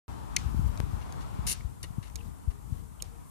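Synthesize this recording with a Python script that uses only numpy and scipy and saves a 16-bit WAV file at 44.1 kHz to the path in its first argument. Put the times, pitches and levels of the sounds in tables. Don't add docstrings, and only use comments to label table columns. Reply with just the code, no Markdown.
import sys
import numpy as np
from scipy import signal
from scipy.fft import rfft, irfft, next_fast_len
from scipy.io import wavfile
from scipy.ndimage import uniform_filter1d, map_coordinates

SR = 44100
rng = np.random.default_rng(int(sys.argv[2]) if len(sys.argv) > 2 else 0)


def store_pcm(level_fs):
    pcm = np.round(np.clip(level_fs, -1, 1) * 32767).astype(np.int16)
    wavfile.write(sys.argv[1], SR, np.atleast_2d(pcm).T)


N = 145530
T = np.arange(N) / SR

# (frequency [Hz], left-right correlation [-1..1])
STEREO_LIKENESS = [(60, -0.53), (150, -0.82), (400, -0.83), (950, -0.44), (2400, -0.046), (6000, 0.097)]
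# (time [s], level [dB])
TRAFFIC_RIDE = [(.08, -48.5), (1.51, -47.5), (1.58, -56), (2.45, -56.5), (2.88, -60), (3.05, -57),
                (3.3, -58.5)]
# (frequency [Hz], gain [dB])
TRAFFIC_EQ = [(100, 0), (300, 2), (560, -4.5), (900, 3), (1250, -2), (1700, -11), (2500, -16), (4500, -21),
              (8000, -26), (14000, -51.5)]
# (frequency [Hz], gain [dB])
RUMBLE_EQ = [(20, -33), (45, -7), (65, 1.5), (130, -3.5), (250, -12.5), (450, -24), (1000, -53)]
# (frequency [Hz], gain [dB])
HISS_EQ = [(300, 4), (2000, -13), (5000, -9.5), (7500, 1), (10000, 1.5), (12000, -3), (14000, -3)]
RUMBLE_BOOST_DB, HISS_DB, PATCHY_DB = 9, -61.5, 1.5

# (time [s], relative level [dB])
GUST_RIDE = [(.1, -48.5), (.35, -42), (.45, -32.5), (.62, -30), (.75, -32.5), (.95, -36), (1.04, -48),
             (1.3, -48), (1.42, -34.5), (1.6, -39.5), (1.78, -42), (2.12, -44.5), (2.26, -36),
             (2.38, -48.5), (2.66, -41), (2.78, -33), (2.92, -51.5), (3.08, -39), (3.28, -61)]
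# (frequency [Hz], gain [dB])
GUST_EQ = [(20, -24), (35, -1), (55, 4), (80, -1.5), (130, -9.5), (250, -19.5), (400, -33.5), (1000, -51)]
GUST_TRIM_DB, GUST_RIGHT_DB, LUMP_DB = 1.5, -18.5, 2.5
# (time [s], level [dB], starting pitch [Hz])
EDDIES = [(0.384, -22, 76), (.458, -13, 76.4), (.544, -18.5, 190), (.562, -23, 88), (.592, -12.5, 129),
          (.639, -15, 82), (.655, -20, 80), (.69, -23, 90), (.797, -15.5, 85), (0.833, -14.5, 81),
          (.932, -18.5, 95), (.966, -22.5, 66), (1.388, -21, 126), (1.456, -22, 116), (1.645, -18, 71),
          (1.904, -26.5, 122), (1.981, -16.5, 135), (2.474, -12, 65), (2.721, -18, 105), (2.914, -41, 150)]
EDDY_RISE_CYCLES, EDDY_SAG = 0.5, 0.24
POP_S, POP_DB, POP_DECAY_S = .8026, -16, 0.0011

# (time [s], level [dB], brightness [Hz], left over right [dB], crutch [0, 1])
TUBE_HITS = [(0.3642, -15, 7000, 3, 0), (.3658, -20, 5500, 10, 0), (0.3672, -18, 2800, 6, 0),
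             (0.7748, -38, 4000, 5, 1), (1.124, -39, 6000, 5.5, 1), (2.099, -52, 3500, 12.5, 0),
             (2.157, -29, 7500, -8, 1), (2.1616, -38, 4530, -6, 1), (3.0226, -26, 11000, -6, 1),
             (3.0233, -27, 9000, -7, 1), (3.0275, -42, 3500, -10, 1)]
# (frequency [Hz], level [dB], t60 [s])
TUBE_MODES = [
    [(2150, -4, .026), (2300, -4, 0.016), (2480, -2, 0.019), (3000, -13, .014), (3600, -17, .014),
     (4330, -13, 0.023), (4700, -11, .016), (5530, -4, 0.013), (6140, -2.5, .016), (6490, -4, 0.013),
     (7200, -12, .012), (8090, -6.5, .011), (9550, -5, .01), (10760, -8, 0.0072)],
    [(2370, -6, 0.015), (3860, -10.5, 0.019), (4440, -5.5, 0.012), (5470, -6, 0.011), (6590, 1, 0.008),
     (7930, -2.5, 0.008), (8400, -6.5, 0.0069), (10020, -7.5, 0.0091), (11600, -7, .007), (12600, -9, .006)],
]
# (frequency [Hz], gain [dB])
CRACK_EQ = [(300, -25), (1400, -22), (2200, -1), (7000, -3), (11000, 1), (14000, -4)]
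CRACK_DB, CRACK_T60_S, CLACK_OCTAVES, CLACK_ATTACK_S = -6, 0.006, 1.22, .0001
# (frequency [Hz], gain [dB])
TAIL_EQ = [(300, -18), (1200, 1), (2400, 4.5), (6000, 3), (9500, -5.5), (14000, -19)]
COURT_DB, COURT_PREDELAY_S, COURT_T60_S = -20, .016, 0.32

# (time [s], length [s], level [dB], tilt [dB/octave], left over right [dB])
DRAGS = [(1.012, .014, -56, -10, 11.5), (1.205, 0.021, -57.5, -8, 7), (1.4658, 0.062, -31.5, -0.5, 6),
         (1.828, 0.0042, -41, -1, 5.5), (1.838, 0.0082, -48.5, -9, 6), (2.025, 0.014, -55, -8.5, 11.5),
         (2.048, 0.036, -59, -8.5, 9.5), (2.5, .015, -59, -11, 5), (3.262, .035, -63.5, 13, 11)]
# (frequency [Hz], gain [dB])
GRIT_EQ = [(400, -24), (1600, -17), (2150, -6.5), (2460, -14.5), (2780, -1), (3300, -14), (3700, -5.5),
           (4300, -2), (5000, -5.5), (5600, -1.5), (6800, -2), (7800, -5.5), (9000, -0.5), (9900, 4),
           (10900, -0.5), (11800, -13), (13100, -5), (14000, -13.5)]
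SCRAPE_ATTACK_S, SCRAPE_T60_S, GRAINS_PER_S, GRAIN_DB = 0.0026, 0.052, 1500, -4
CHATTER_DB, CHATTER_PER_S = 1.6, 320
# (time [s], length [s], pitch [Hz], level [dB])
SLIPS = [(1.605, 0.0085, 2150, -51), (2.185, 0.014, 2950, -59), (2.202, 0.017, 2700, -56),
         (2.998, 0.013, 3050, -53)]
SQUEAK_WIDTH = 0.091

# (time [s], level [dB], relative shaft level [dB])
LANDINGS = [(1.838, -41, -0.5), (3.023, -45.5, -18)]
# (frequency [Hz], gain [dB])
KNOCK_EQ = [(100, -11), (330, -2), (480, -1), (700, -14), (1200, -22), (3000, -43)]
# (frequency [Hz], level [dB], t60 [s])
SHAFT_MODES = [(1916, -0.5, 0.052), (2884, -1, 0.048), (3630, -4, 0.047)]
KNOCK_ATTACK_S, KNOCK_T60_S = 0.00089, 0.069

# (time [s], length [s], pitch [Hz], level [dB])
FAR_HOOTS = [(2.138, 0.12, 459, -60), (2.493, 0.11, 400, -63.5), (2.716, 0.21, 449, -66),
             (3.083, .11, 465, -62.5)]
HOOT_WAVER = .025
START_S, LOW_CUT_HZ, TOP_HZ = .081, 37, 14500
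PORT_LEAD_S, PHASE_SCATTER_RAD = .000025, .6


def amp(db):
    return 10 ** (np.asarray(db) / 20)


def unit(x):
    return x / np.sqrt(np.mean(x ** 2) + 1e-20)


def along(points, hz):
    f, v = np.transpose(points)
    return np.interp(np.log(hz + 1), np.log(f + 1), v)


def ride(rows):
    return np.interp(T, *np.transpose(rows))


def wobble(rate):
    return map_coordinates(rng.standard_normal(int(N * rate / SR) + 4), [T * rate])


def pan(db):
    return amp(np.array([[db / 2], [-db / 2]]))


def filtered(x, response):
    n = x.shape[-1]
    padded = next_fast_len(n + 8192)
    return irfft(rfft(x, padded) * response(np.fft.rfftfreq(padded, 1 / SR)), padded)[..., :n]


def high_pass(x, hz):
    return signal.sosfilt(signal.butter(3, hz, "high", fs=SR, output="sos"), x)


def add(out, s, x):
    i = round(s * SR)
    out[..., i:i + x.shape[-1]] += x[..., :N - i]


def burst(t, response):
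    return unit(filtered(rng.standard_normal((2, len(t))), response))


def noise_bed(eq):
    def response(hz):
        width = np.arccos(np.clip(along(STEREO_LIKENESS, hz), -1, 1)) / 2
        return amp(along(eq, hz)) * [np.cos(width), np.sin(width)]
    mid, side = filtered(rng.standard_normal((2, N)), response)
    return unit(np.array([mid + side, mid - side]))


def patchy(x):
    spectrum = signal.stft(x, nperseg=1024)[2]
    patches = uniform_filter1d(rng.standard_normal(spectrum.shape[1:]), size=4, axis=0)
    patches = uniform_filter1d(patches, size=9, axis=1)
    return unit(signal.istft(spectrum * amp(PATCHY_DB * unit(patches)), nperseg=1024)[1][:, :N])


def traffic():
    level_db = ride(TRAFFIC_RIDE)
    hum = patchy(noise_bed(TRAFFIC_EQ)) * pan(db=6.5) * amp(level_db + 0.92 * wobble(9))
    rumble = patchy(noise_bed(RUMBLE_EQ)) * pan(db=4) * amp(level_db + RUMBLE_BOOST_DB)
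    hiss = noise_bed(HISS_EQ) * pan(db=1) * amp(HISS_DB)
    return hum + rumble + hiss


def wind():
    lumps = unit(noise_bed(GUST_EQ) * amp(LUMP_DB * wobble(22.003)))
    out = lumps * amp(ride(GUST_RIDE) + GUST_TRIM_DB) * amp([[0], [GUST_RIGHT_DB]])
    t = np.arange(SR // 8) / SR
    for s, db, hz in EDDIES:
        rise = hz * t / EDDY_RISE_CYCLES
        swell = (rise * np.exp(1 - rise)) ** 2
        cycles = np.log1p(EDDY_SAG * hz * t) / EDDY_SAG
        add(out[0], s, amp(db) * swell * np.sin(2 * np.pi * cycles))
    add(out[0], POP_S, amp(POP_DB) * np.exp(-t / POP_DECAY_S))
    return out


def ring(modes, t, weight=np.ones_like):
    hz, db, t60 = np.transpose(modes)[:, :, None]
    lead = np.array([PORT_LEAD_S, 0])[:, None, None]
    phase = 2 * np.pi * hz * (t + lead) + PHASE_SCATTER_RAD * rng.standard_normal((2, len(modes), 1))
    return (weight(hz) * amp(db - 60 * t / t60) * np.sin(phase)).sum(axis=1)


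def clacks():
    out, t = np.zeros((2, N)), np.arange(SR // 16) / SR
    attack = 1 - np.exp(-t / CLACK_ATTACK_S)
    for s, db, centre_hz, pan_db, crutch in TUBE_HITS:
        bright = lambda f: 1 / (1 + (np.log2((f + 1) / centre_hz) / CLACK_OCTAVES) ** 2)
        crack = burst(t, lambda f: amp(along(CRACK_EQ, f)) * bright(f))
        crack *= amp(CRACK_DB - 60 * t / CRACK_T60_S)
        tube = ring(TUBE_MODES[round(crutch)], t, bright)
        add(out, s, amp(db) * pan(pan_db) * (tube + crack) * attack)
    return high_pass(out, hz=1850)


def court_tail(x):
    t = np.arange(SR // 2) / SR
    decay = amp(-60 * t / COURT_T60_S) ** 2
    power = np.abs(signal.fftconvolve((x ** 2).mean(axis=0), decay / decay.sum()))[:N]
    out = np.zeros((2, N))
    add(out, COURT_PREDELAY_S, noise_bed(TAIL_EQ) * np.sqrt(power))
    return out * pan(db=3)


def scrapes():
    out, t = np.zeros((2, N)), np.arange(SR // 5) / SR
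    octaves_up = lambda f: np.log2(np.maximum(f, 1000) / 1000)
    for s, length, db, tilt_db, pan_db in DRAGS:
        grains = (rng.random(len(t)) < GRAINS_PER_S / SR) * rng.standard_normal((2, len(t)))
        rub = rng.standard_normal((2, len(t))) + amp(GRAIN_DB) * unit(grains)
        grit = unit(filtered(rub, lambda f: amp(along(GRIT_EQ, f) + tilt_db * octaves_up(f))))
        attack = np.minimum(t / SCRAPE_ATTACK_S, 1)
        release = amp(-60 * np.maximum(t - length, 0) / SCRAPE_T60_S)
        add(out, s, amp(db) * pan(pan_db) * attack * release * grit)
    return out * amp(CHATTER_DB * wobble(CHATTER_PER_S))


def squeaks():
    out, t = np.zeros((2, N)), np.arange(SR // 20) / SR
    for s, length, hz, db in SLIPS:
        slip = burst(t, lambda f: 1 / (1 + ((f / hz - 1) / SQUEAK_WIDTH) ** 2))
        swell = np.sin(np.pi * np.minimum(t / length, 1))
        add(out, s, amp(db) * pan(db=8.5) * slip * swell)
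    return out


def tip_knocks():
    out, t = np.zeros((2, N)), np.arange(SR // 6) / SR
    attack = 1 - np.exp(-t / KNOCK_ATTACK_S)
    for s, db, shaft_db in LANDINGS:
        knock = burst(t, lambda f: amp(along(KNOCK_EQ, f))) * amp(-60 * t / KNOCK_T60_S)
        shaft = amp(shaft_db) * ring(SHAFT_MODES, t)
        add(out, s, amp(db) * pan(db=3.5) * (knock + shaft) * attack)
    return out


def hoots():
    out, waver = np.zeros(N), 1 + HOOT_WAVER * wobble(60)
    for s, length, hz, db in FAR_HOOTS:
        swell = np.sin(np.pi * np.clip((T - s) / length, 0, 1))
        out += amp(db) * swell * np.sin(2 * np.pi * hz * np.cumsum(waver) / SR)
    return out * pan(db=7)


def scene():
    walker = clacks() + tip_knocks() + scrapes() + squeaks()
    return walker + amp(COURT_DB) * court_tail(walker) + wind() + traffic() + hoots()


def record(dry):
    return filtered(high_pass(dry * (T > START_S), LOW_CUT_HZ), lambda hz: hz < TOP_HZ)


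dry = scene()
out = record(dry)
store_pcm(out)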